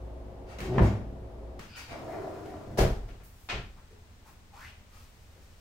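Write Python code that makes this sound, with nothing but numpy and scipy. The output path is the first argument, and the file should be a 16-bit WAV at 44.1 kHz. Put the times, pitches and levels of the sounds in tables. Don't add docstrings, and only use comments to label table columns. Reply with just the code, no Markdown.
import sys
import numpy as np
from scipy import signal
from scipy.fft import rfft, irfft, next_fast_len
from scipy.io import wavfile
from scipy.ndimage import uniform_filter1d

SR = 44100
rng = np.random.default_rng(int(sys.argv[2]) if len(sys.argv) > 2 else 0)


def bounce(signal):
    frames = np.transpose(np.atleast_2d(signal))
    limited = np.clip(frames, -1, 1)
    pcm = np.round(limited * 32767).astype(np.int16)
    wavfile.write(sys.argv[1], SR, pcm)


N = 247070
TIME = np.arange(N) / SR
RING_TIME = np.arange(SR) / SR

# (time [s], level before the hard/soft split [dB], hardness [0-1])
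CABINET_KNOCKS = [(.782, -25, 0.9), (.792, -27, 0.94), (.803, -16.5, 0.07), (.817, -14.5, 0.24),
                  (.879, -26.5, 0.28)]
# (frequency [Hz], level [dB])
PANEL_MODES = [(60, 4), (102, 4), (122, -0.5), (187, 2), (213, -6), (334, -2.5), (377, 0)]
# (frequency [Hz], level [dB])
FRAME_MODES = [(614, 2.5), (870, 0.5), (1020, -6), (1163, -11.5)]
# (frequency [Hz], gain [dB])
CABINET_WOOD = [(70, -36), (112, -5), (159, -22), (206, -10.5), (266, -17), (376, -17.5), (627, -16),
                (1020, -19), (1290, -26.5), (1670, -24.5), (2900, -37), (4200, -46), (15500, -71)]
# (frequency [Hz], width of one pass [Hz], level [dB])
JUDDER_BODY = [(130, 90, 2), (380, 73, 2), (620, 180, -7)]
# (time [s], clatter level [dB], brightness [dB/octave], box ring level [dB], rocking level [dB])
DRAWER_KNOCKS = [(2.666, -53.5, -9, -46, -52), (2.781, -29, 1.5, -22.5, -20.5), (3.08, -58.5, 1, -62, -64),
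                 (3.517, -49.5, -6, -38.5, -35.5)]
# (frequency [Hz], level before brightness [dB])
BOX_MODES = [(97, -1), (126, 3), (184, -1), (226, -1.5), (356, 0.5), (382, 0), (415, 0), (463, -5),
             (552, -2), (651, -0.5), (698, -1.5), (764, -9.5)]
# (frequency [Hz], level [dB], t60 [s])
ROCKING_MODES = [(27.7, -4.5, 0.96), (43.56, -4, 1), (53.6, -0.5, 0.63)]
# (frequency [Hz], gain [dB])
DRAWER_WOOD = [(53, -11), (90, 5), (172, -7.5), (222, -6.5), (259, -10.5), (415, 1.5), (515, -5.5),
               (682, -3.5), (1120, -14.5), (1690, -16.5), (2710, -26), (5390, -25.5), (8120, -34),
               (12200, -34.5), (15500, -41)]
# (time [s], level [dB], brightness [dB/octave])
CLACKS = [(2.787, -39.5, 9.5), (2.798, -36, -3), (3.088, -55, -4.5), (3.2, -56.5, -7), (3.488, -38, -0.5),
          (3.496, -33, 0), (3.524, -39.5, -5.5)]
# (frequency [Hz], level before brightness [dB])
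RAIL_MODES = [(625, -1.5), (705, 1.5), (1385, 2), (1810, 2), (2216, 4), (2495, 4), (3128, -1)]
# (frequency [Hz], gain [dB])
SLIDE_STEEL = [(300, -11), (700, -6), (1400, -2), (2800, 0), (4500, -8), (7500, -20), (10000, -34),
               (15500, -61)]
# (frequency [Hz], width of one pass [Hz], gain of one pass [dB])
CATCH_BODY = [(1510, 500, -0.61), (2660, 780, 0.5), (4680, 600, 0.71)]
# (frequency [Hz], width [Hz], gain [dB])
ROLL_BODY = [(294, 33, 3.5), (385, 47, 3), (472, 71, 1), (563, 135, -0.5), (710, 85, 3), (924, 355, -7),
             (1390, 850, -13), (2250, 650, -20.5)]
# (time [s], jolt against the steady rolling [dB])
ROLL_BUMPS = [(2.044, 1), (2.12, 0), (2.237, 0)]
# (frequency [Hz], width of one pass [Hz], gain of one pass [dB])
CARCASS_BODY = [(107, 135, 0)]
# (time [s], length [s], level [dB], starting pitch [Hz], ending pitch [Hz], half-width [octaves])
SWISHES = [(3.761, 0.053, -62, 850, 1100, 1), (3.905, 0.034, -56, 424, 450, 0.24),
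           (4.249, 0.06, -58.5, 900, 1000, 1), (4.522, 0.19, -52, 826, 2910, 0.46),
           (4.928, 0.063, -62, 1220, 1250, .1), (5.356, 0.037, -61, 500, 480, 0.88)]
# (time [s], level [dB])
CLICKS = [(.585, -42.5), (0.603, -39.5), (1.592, -45)]
# (time [s], level in the left channel [dB])
TWANGS = [(.64, -51), (0.85, -46)]
# (frequency [Hz], level [dB])
SPRING_MODES = [(2186, 0), (6848, -5)]
# (frequency [Hz], gain [dB])
HARDWARE_COLOUR = [(200, 5.5), (700, -2.5), (1800, -1), (3500, -7.5), (6000, -11), (10000, -18),
                   (15500, -19)]
# (time [s], length [s], level [dB], brightness [about dB/octave])
RUBS = [(0.462, 0.089, -51, -4), (0.614, 0.052, -45, -3.5), (0.716, 0.065, -42.5, -6.5),
        (0.804, 0.072, -40.5, -4.5), (0.811, 0.026, -55, 6), (1.586, 0.067, -52.5, -3),
        (1.756, 0.038, -42, -1), (1.875, 0.059, -42.5, -5.5), (3.231, 0.031, -51.5, 12.5),
        (3.278, 0.28, -63, 10), (4.248, 0.058, -60.5, 8), (4.911, 0.079, -60, 1.5)]
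# (frequency [Hz], gain [dB])
RUB_COLOUR = [(300, -0.5), (1200, 1), (2400, 2.5), (3500, -2.5), (5300, -1.5), (7500, -7), (10000, -11),
              (15500, -13.5)]
# (frequency [Hz], rms level [dB])
FRIDGE_HUM = [(59.2, -45.5), (107.7, -55.5), (296, -64.5), (360.6, -58), (539, -61), (651.2, -60.5)]
# (frequency [Hz], gain [dB])
FRIDGE_AIR = [(25, -16.5), (57, -5.5), (80, -15), (112, -19.5), (175, -22), (289, -19.5), (322, -38),
              (359, -19.5), (582, -22.5), (700, -23), (1500, -41), (15500, -64)]
# (frequency [Hz], gain [dB])
ROOM_TONE = [(20, -2), (88, 2), (125, -8), (160, -13.5), (230, -11.5), (290, -18.5), (700, -20),
             (2000, -25), (8600, -33.5), (10500, -42), (15500, -37)]
# (frequency [Hz], t60 [s])
KITCHEN = [(100, 0.95), (400, 0.5), (1500, 0.52), (4000, 0.48), (8000, 0.43), (15000, 0.41)]
# (frequency [Hz], correlation [0-1])
ALIKE = [(110, 0.94), (290, 0.84), (640, 0.45), (1400, 0.0039)]
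# (frequency [Hz], left minus right [dB])
BALANCE = [(60, 0), (700, 1.54), (8000, 2.5), (13000, -2.5)]

PUSH_S, SHUT_S, GLIDE_DB, GLIDE_GAIN_DB = 0.61, 0.78, -29.5, 13.5
SOFT_TILT_DB, HARD_TILT_DB = -6, -1
JUDDER_S, JUDDER_LENGTH_S, JUDDER_DB = .69, 0.0986, -29
JUDDER_HZ, JUDDER_OCTAVES_PER_S, JUDDER_JITTER = 116.7, 2.57, .06
BOUNCE_S, BOUNCE_GROWTH, BOUNCE_LOSS_DB, BOUNCE_DULL_DB = .021, 1.24, 1, 1.8
LEAD_S, LEAD_DB = 0.0085, -9
CATCH_S, CATCH_LENGTH_S, CATCH_DB = 1.685, 0.16, -52
PULL_S, FASTEST_S, STOP_S = 1.91, 2.13, 2.815
ROLL_DB, ROLL_GAIN_DB, ROLL_LOSS_DB = -39.5, 6, 12.5
RAIL_HISS_DB, CARCASS_DB = -60, -52
BUMP_S, ROLL_BRIGHTENS = .008, .5
CLOTH_GRIT_DB = 0.5
FIBRE_DB, FIBRE_GROWTH_DB = -8, 3.5
HANDLING_S, HANDLING_LENGTH_S, HANDLING_DB = 4.9, 1, -68.5
TOUCH_S, TOUCH_SPREAD_DB = .035, 3
MOVE_S = 1.59
TOP_HZ = 15800


def cabinet():
    out = np.zeros((2, N))
    for s, db, hardness in CABINET_KNOCKS:
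        hard = np.clip(hardness, 0, 1)
        tilt_db = SOFT_TILT_DB + hard * (HARD_TILT_DB - SOFT_TILT_DB)
        knock = clatter(CABINET_WOOD, tilt_db, rise_s=0.00049, early=3.1, early_s=0.0038)
        frame = ring(FRAME_MODES, rise_s=0.0014, scatter_db=2.0, wander=3.3)
        thump = ring(PANEL_MODES, rise_s=0.0019, scatter_db=3.0, wander=6.6, damping=2.4)
        add(out, s, amp(db) * hard * knock)
        add(out, s, amp(db - 14.5) * hard * frame)
        add(out, s, amp(db) * (1 - hard) * thump)
    panels = [(hz, hz / 3, db) for hz, db in PANEL_MODES]
    rumble = unit(filtered(rng.standard_normal(N), lambda f: f * resonances(panels, f)))
    glide = amp(GLIDE_DB) * motion(PUSH_S, SHUT_S, SHUT_S, GLIDE_GAIN_DB, 0)
    muffled = filtered(glide * rumble, lambda f: 1 / (1 + (f / 800) ** 2))
    return out + in_kitchen(muffled, direct=0.58)


def judder():
    t = TIME[:round(JUDDER_LENGTH_S * SR)]
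    jitter = JUDDER_JITTER * unit(uniform_filter1d(rng.standard_normal(len(t)), size=300))
    rate = JUDDER_HZ * 2 ** (JUDDER_OCTAVES_PER_S * t) * (1 + jitter)
    slips = np.diff(np.floor(np.cumsum(rate) / SR), prepend=-1) * amp(3 * rng.standard_normal(len(t)))
    swelling = slips * (1 + 2 * t / JUDDER_LENGTH_S)

    def wood(f):
        return sum(amp(db) * resonances([(hz, w, 0)], f) ** 2 for hz, w, db in JUDDER_BODY)

    groan = unit(filtered(swelling, wood))
    fade = np.minimum(1, 10 * (1 - t / t[-1]))
    out = np.zeros((1, N))
    add(out, JUDDER_S, amp(JUDDER_DB) * groan * fade)
    return in_kitchen(out[0], direct=2.2)


def drawer_knocks():
    out = np.zeros((2, N))

    def wood(tilt_db):
        return clatter(DRAWER_WOOD, tilt_db, rise_s=0.0025, early=1.0, early_s=0.058)

    for s, db, tilt_db, ring_db, rock_db in DRAWER_KNOCKS:
        add(out, s - LEAD_S, amp(db + LEAD_DB) * wood(tilt_db))
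        add(out, s, amp(rock_db) * ring(ROCKING_MODES, rise_s=0.012, scatter_db=4, wander=1.7))
        modes = tilted(BOX_MODES, tilt_db / 2)
        for k, delay_s in enumerate(bounces(count=3)):
            box = amp(ring_db) * ring(modes, rise_s=0.005, scatter_db=0.0, wander=5.0, damping=2.04)
            strike = amp(db) * wood(tilt_db - k * BOUNCE_DULL_DB)
            add(out, s + delay_s, amp(-k * BOUNCE_LOSS_DB) * (strike + box))
    return out


def bounces(count):
    gaps = BOUNCE_S * BOUNCE_GROWTH ** np.arange(count)
    return np.cumsum(gaps) - gaps


def slides():
    out = np.zeros((2, N))
    fade = np.exp(-(RING_TIME / 0.25) ** 2)
    for s, db, tilt_db in CLACKS:
        rattle = fade * clatter(SLIDE_STEEL, tilt_db, rise_s=0.0014, early=0.62, early_s=0.0029)
        modes = tilted(RAIL_MODES, tilt_db)
        rails = amp(-7.5) * ring(modes, rise_s=0.0012, scatter_db=3.0, wander=7.8, damping=1.44)
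        add(out, s, amp(db) * (rattle + rails))
    return out


def drawer_run():
    catch = np.zeros((1, N))
    drag = stroke(CATCH_LENGTH_S)
    rasp = unit(filtered(drag, lambda f: sum(resonances([mode], f) ** 2 for mode in CATCH_BODY)))
    add(catch, CATCH_S, amp(CATCH_DB) * rasp)
    speed = motion(PULL_S, FASTEST_S, STOP_S, ROLL_GAIN_DB, ROLL_LOSS_DB)
    hiss = rub_colour(grit(N, spread_db=0.5, grain_s=0.0029), tilt_db=0.0)
    rumble = unit(filtered(rng.standard_normal(N), lambda f: resonances(CARCASS_BODY, f) ** 2))
    run = amp(ROLL_DB) * rolling(speed)
    run = run + amp(RAIL_HISS_DB) * speed * hiss
    run = run + amp(CARCASS_DB) * (speed > 0) * rumble
    return in_kitchen(catch[0] + run, direct=0.65)


def rolling(speed):
    jolts = sum(amp(db) * np.exp(-np.abs(TIME - s) / BUMP_S) * (TIME >= s) for s, db in ROLL_BUMPS)
    drive = grit(N, spread_db=4.5, grain_s=.004) * (1 + jolts)

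    def each_resonance(f):
        return np.array([(-1) ** k * resonances([mode], f) for k, mode in enumerate(ROLL_BODY)])

    parts = filtered(drive, each_resonance)
    shift = amp(2 * unit(uniform_filter1d(rng.standard_normal(parts.shape), size=3000)))
    hz = np.array(ROLL_BODY)[:, :1]
    follow = speed ** ((hz / np.median(hz)) ** ROLL_BRIGHTENS)
    return (parts * shift * follow).sum(0) / parts.sum(0).std()


def motion(start_s, fastest_s, stop_s, gain_db, loss_db):
    speeds = [amp(-gain_db), 1, amp(-loss_db)]
    return np.interp(TIME, [start_s, fastest_s, stop_s], speeds, left=0, right=0)


def towel():
    out = np.zeros((1, N))
    for s, length_s, db, first_hz, last_hz, width_octaves in SWISHES:
        hz, t, z = signal.stft(stroke(length_s, spread_db=CLOTH_GRIT_DB), SR, nperseg=512)
        centre = first_hz * (last_hz / first_hz) ** (np.sin(np.pi / 2 * t / t[-1]) ** 2)
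        band = (1 + (np.log2((hz[:, None] + 1) / centre) / width_octaves) ** 2) ** -2
        swish = unit(signal.istft(z * band / np.linalg.norm(band, axis=0), SR)[1])
        octaves = np.log2(centre.mean() / 1000)
        fibres = rub_colour(stroke(length_s), tilt_db=0.0)
        add(out, s, amp(db) * swish)
        add(out, s, amp(db + FIBRE_DB + FIBRE_GROWTH_DB * octaves) * fibres)
    touches = grit(round(HANDLING_LENGTH_S * SR), spread_db=TOUCH_SPREAD_DB, grain_s=TOUCH_S)
    add(out, HANDLING_S, amp(HANDLING_DB) * rub_colour(touches, tilt_db=3.0))
    return in_kitchen(out[0], direct=0.88)


def hardware():
    out = np.zeros((2, N))
    for s, db in CLICKS:
        click = clatter(HARDWARE_COLOUR, tilt_db=-1, rise_s=0.0012, early=1.56, early_s=0.004)
        add(out, s, amp(db) * click)
    for s, db in TWANGS:
        twang = ring(SPRING_MODES, rise_s=.015, scatter_db=1, wander=3, damping=1.6)
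        add(out, s, amp(db) * twang * amp([[0], [-6]]))
    return out


def rubbing():
    out = np.zeros((1, N))
    for s, length_s, db, tilt_db in RUBS:
        add(out, s, amp(db) * rub_colour(stroke(length_s), tilt_db))
    return in_kitchen(out[0], direct=0.26)


def background():
    hum = 0
    for hz, db in FRIDGE_HUM:
        hum = hum + amp(db) * np.sqrt(2) * np.sin(2 * np.pi * (hz * TIME + rng.random()))
    fan = amp(-45.5) * diffuse(N, lambda f: amp(along(FRIDGE_AIR, f)))
    tone = amp(-53.5) * diffuse(N, lambda f: amp(along(ROOM_TONE, f)))
    moved = np.clip((TIME - MOVE_S) / 0.0033, 0, 1)
    return (1 - moved) * (hum + fan) + moved * tone


def clatter(spectrum, tilt_db, rise_s, early, early_s):
    t = RING_TIME

    def colour(f):
        return amp(along(spectrum, f) + tilt_db * np.log2(np.maximum(f, 200) / 1000))

    noise = diffuse(SR, colour)
    near = np.exp(-t / early_s)
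    flutter = unit(np.convolve(rng.standard_normal(SR), np.hanning(90), "same"))
    echoes = amp(1.5 * near * flutter)
    return die_away(noise) * (1 - np.exp(-t / rise_s)) * (1 + early * near) * echoes


def ring(modes, rise_s, scatter_db, wander, damping=1):
    t = RING_TIME
    hz, db, *own = np.transpose(modes)[:, :, None]
    t60 = own[0] if own else along(KITCHEN, hz) / damping
    gain = amp(db + scatter_db * rng.standard_normal(db.shape))
    drift = wander * np.cumsum(rng.standard_normal((len(modes), SR)), axis=1) / np.sqrt(SR)
    phase = 2 * np.pi * hz * t + uniform_filter1d(drift, size=600, axis=1)
    waves = gain * np.sin(phase) * np.exp(-np.log(1000) * t / t60)
    waves[1::2] *= -1
    return waves.sum(0) / np.linalg.norm(gain) * np.sqrt(2) * (1 - np.exp(-t / rise_s))


def tilted(modes, tilt_db):
    return [(hz, db + tilt_db * np.log2(hz)) for hz, db in modes]


def grit(size, spread_db, grain_s):
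    knots = np.arange(0, size / SR + grain_s, grain_s)
    noise = rng.standard_normal(size)
    strength = np.interp(TIME[:size], knots, rng.standard_normal(len(knots)))
    return unit(noise * amp(spread_db * strength))


def stroke(length_s, spread_db=2.5):
    size = round(length_s * SR)
    return grit(size, spread_db, grain_s=0.0028) * np.sqrt(np.sin(np.pi * np.arange(size) / size))


def rub_colour(x, tilt_db):
    return unit(filtered(x, lambda f: amp(along(RUB_COLOUR, f) + tilt_db * np.log2(1 + f / 500))))


def resonances(body, f):
    total = 0
    for k, (c, w, db) in enumerate(body):
        total = total + (-1) ** k * amp(db) * 1j * f * w / (c * c - f * f + 1j * f * w)
    return total


def diffuse(size, colour):
    def mid_side(f):
        turn = np.arccos(np.clip(along(ALIKE, f), -1, 1)) / 2
        return colour(f) * np.array([np.cos(turn), np.sin(turn)])

    mid, side = filtered(rng.standard_normal((2, size)), mid_side)
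    return unit(np.array([mid + side, mid - side]))


def die_away(x):
    hz, t, z = signal.stft(x, SR, nperseg=256)
    faded = z * amp(-60 * t / along(KITCHEN, hz)[:, None])
    return signal.istft(faded, SR, nperseg=256)[1][:, :SR]


def in_kitchen(x, direct):
    tail = die_away(diffuse(SR, np.ones_like))
    wet = signal.fftconvolve(x[None], tail / np.linalg.norm(tail[0]), axes=1)[:, :N]
    return (wet + direct * x) / np.hypot(1, direct)


def amp(db):
    return 10 ** (np.asarray(db) / 20)


def unit(x):
    return x / np.sqrt(np.mean(x ** 2) + 1e-20)


def along(points, hz):
    f, v = np.transpose(points)
    return np.interp(np.log(hz + 1), np.log(f + 1), v)


def filtered(x, response):
    n = x.shape[-1]
    m = next_fast_len(n + SR // 4)
    return irfft(rfft(x, m) * response(np.fft.rfftfreq(m, 1 / SR)), m)[..., :n]


def add(track, s, sound):
    part = track[:, round(s * SR):][:, :sound.shape[-1]]
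    part += sound[..., :part.shape[-1]]


def scene():
    furniture = cabinet() + judder() + drawer_knocks() + slides() + hardware() + drawer_run()
    return furniture + rubbing() + towel() + background()


def record(dry):
    def ports(f):
        return amp(np.array([[1], [-1]]) * along(BALANCE, f) / 2) * (f < TOP_HZ)

    return filtered(dry, ports)


dry = scene()
out = record(dry)
bounce(out)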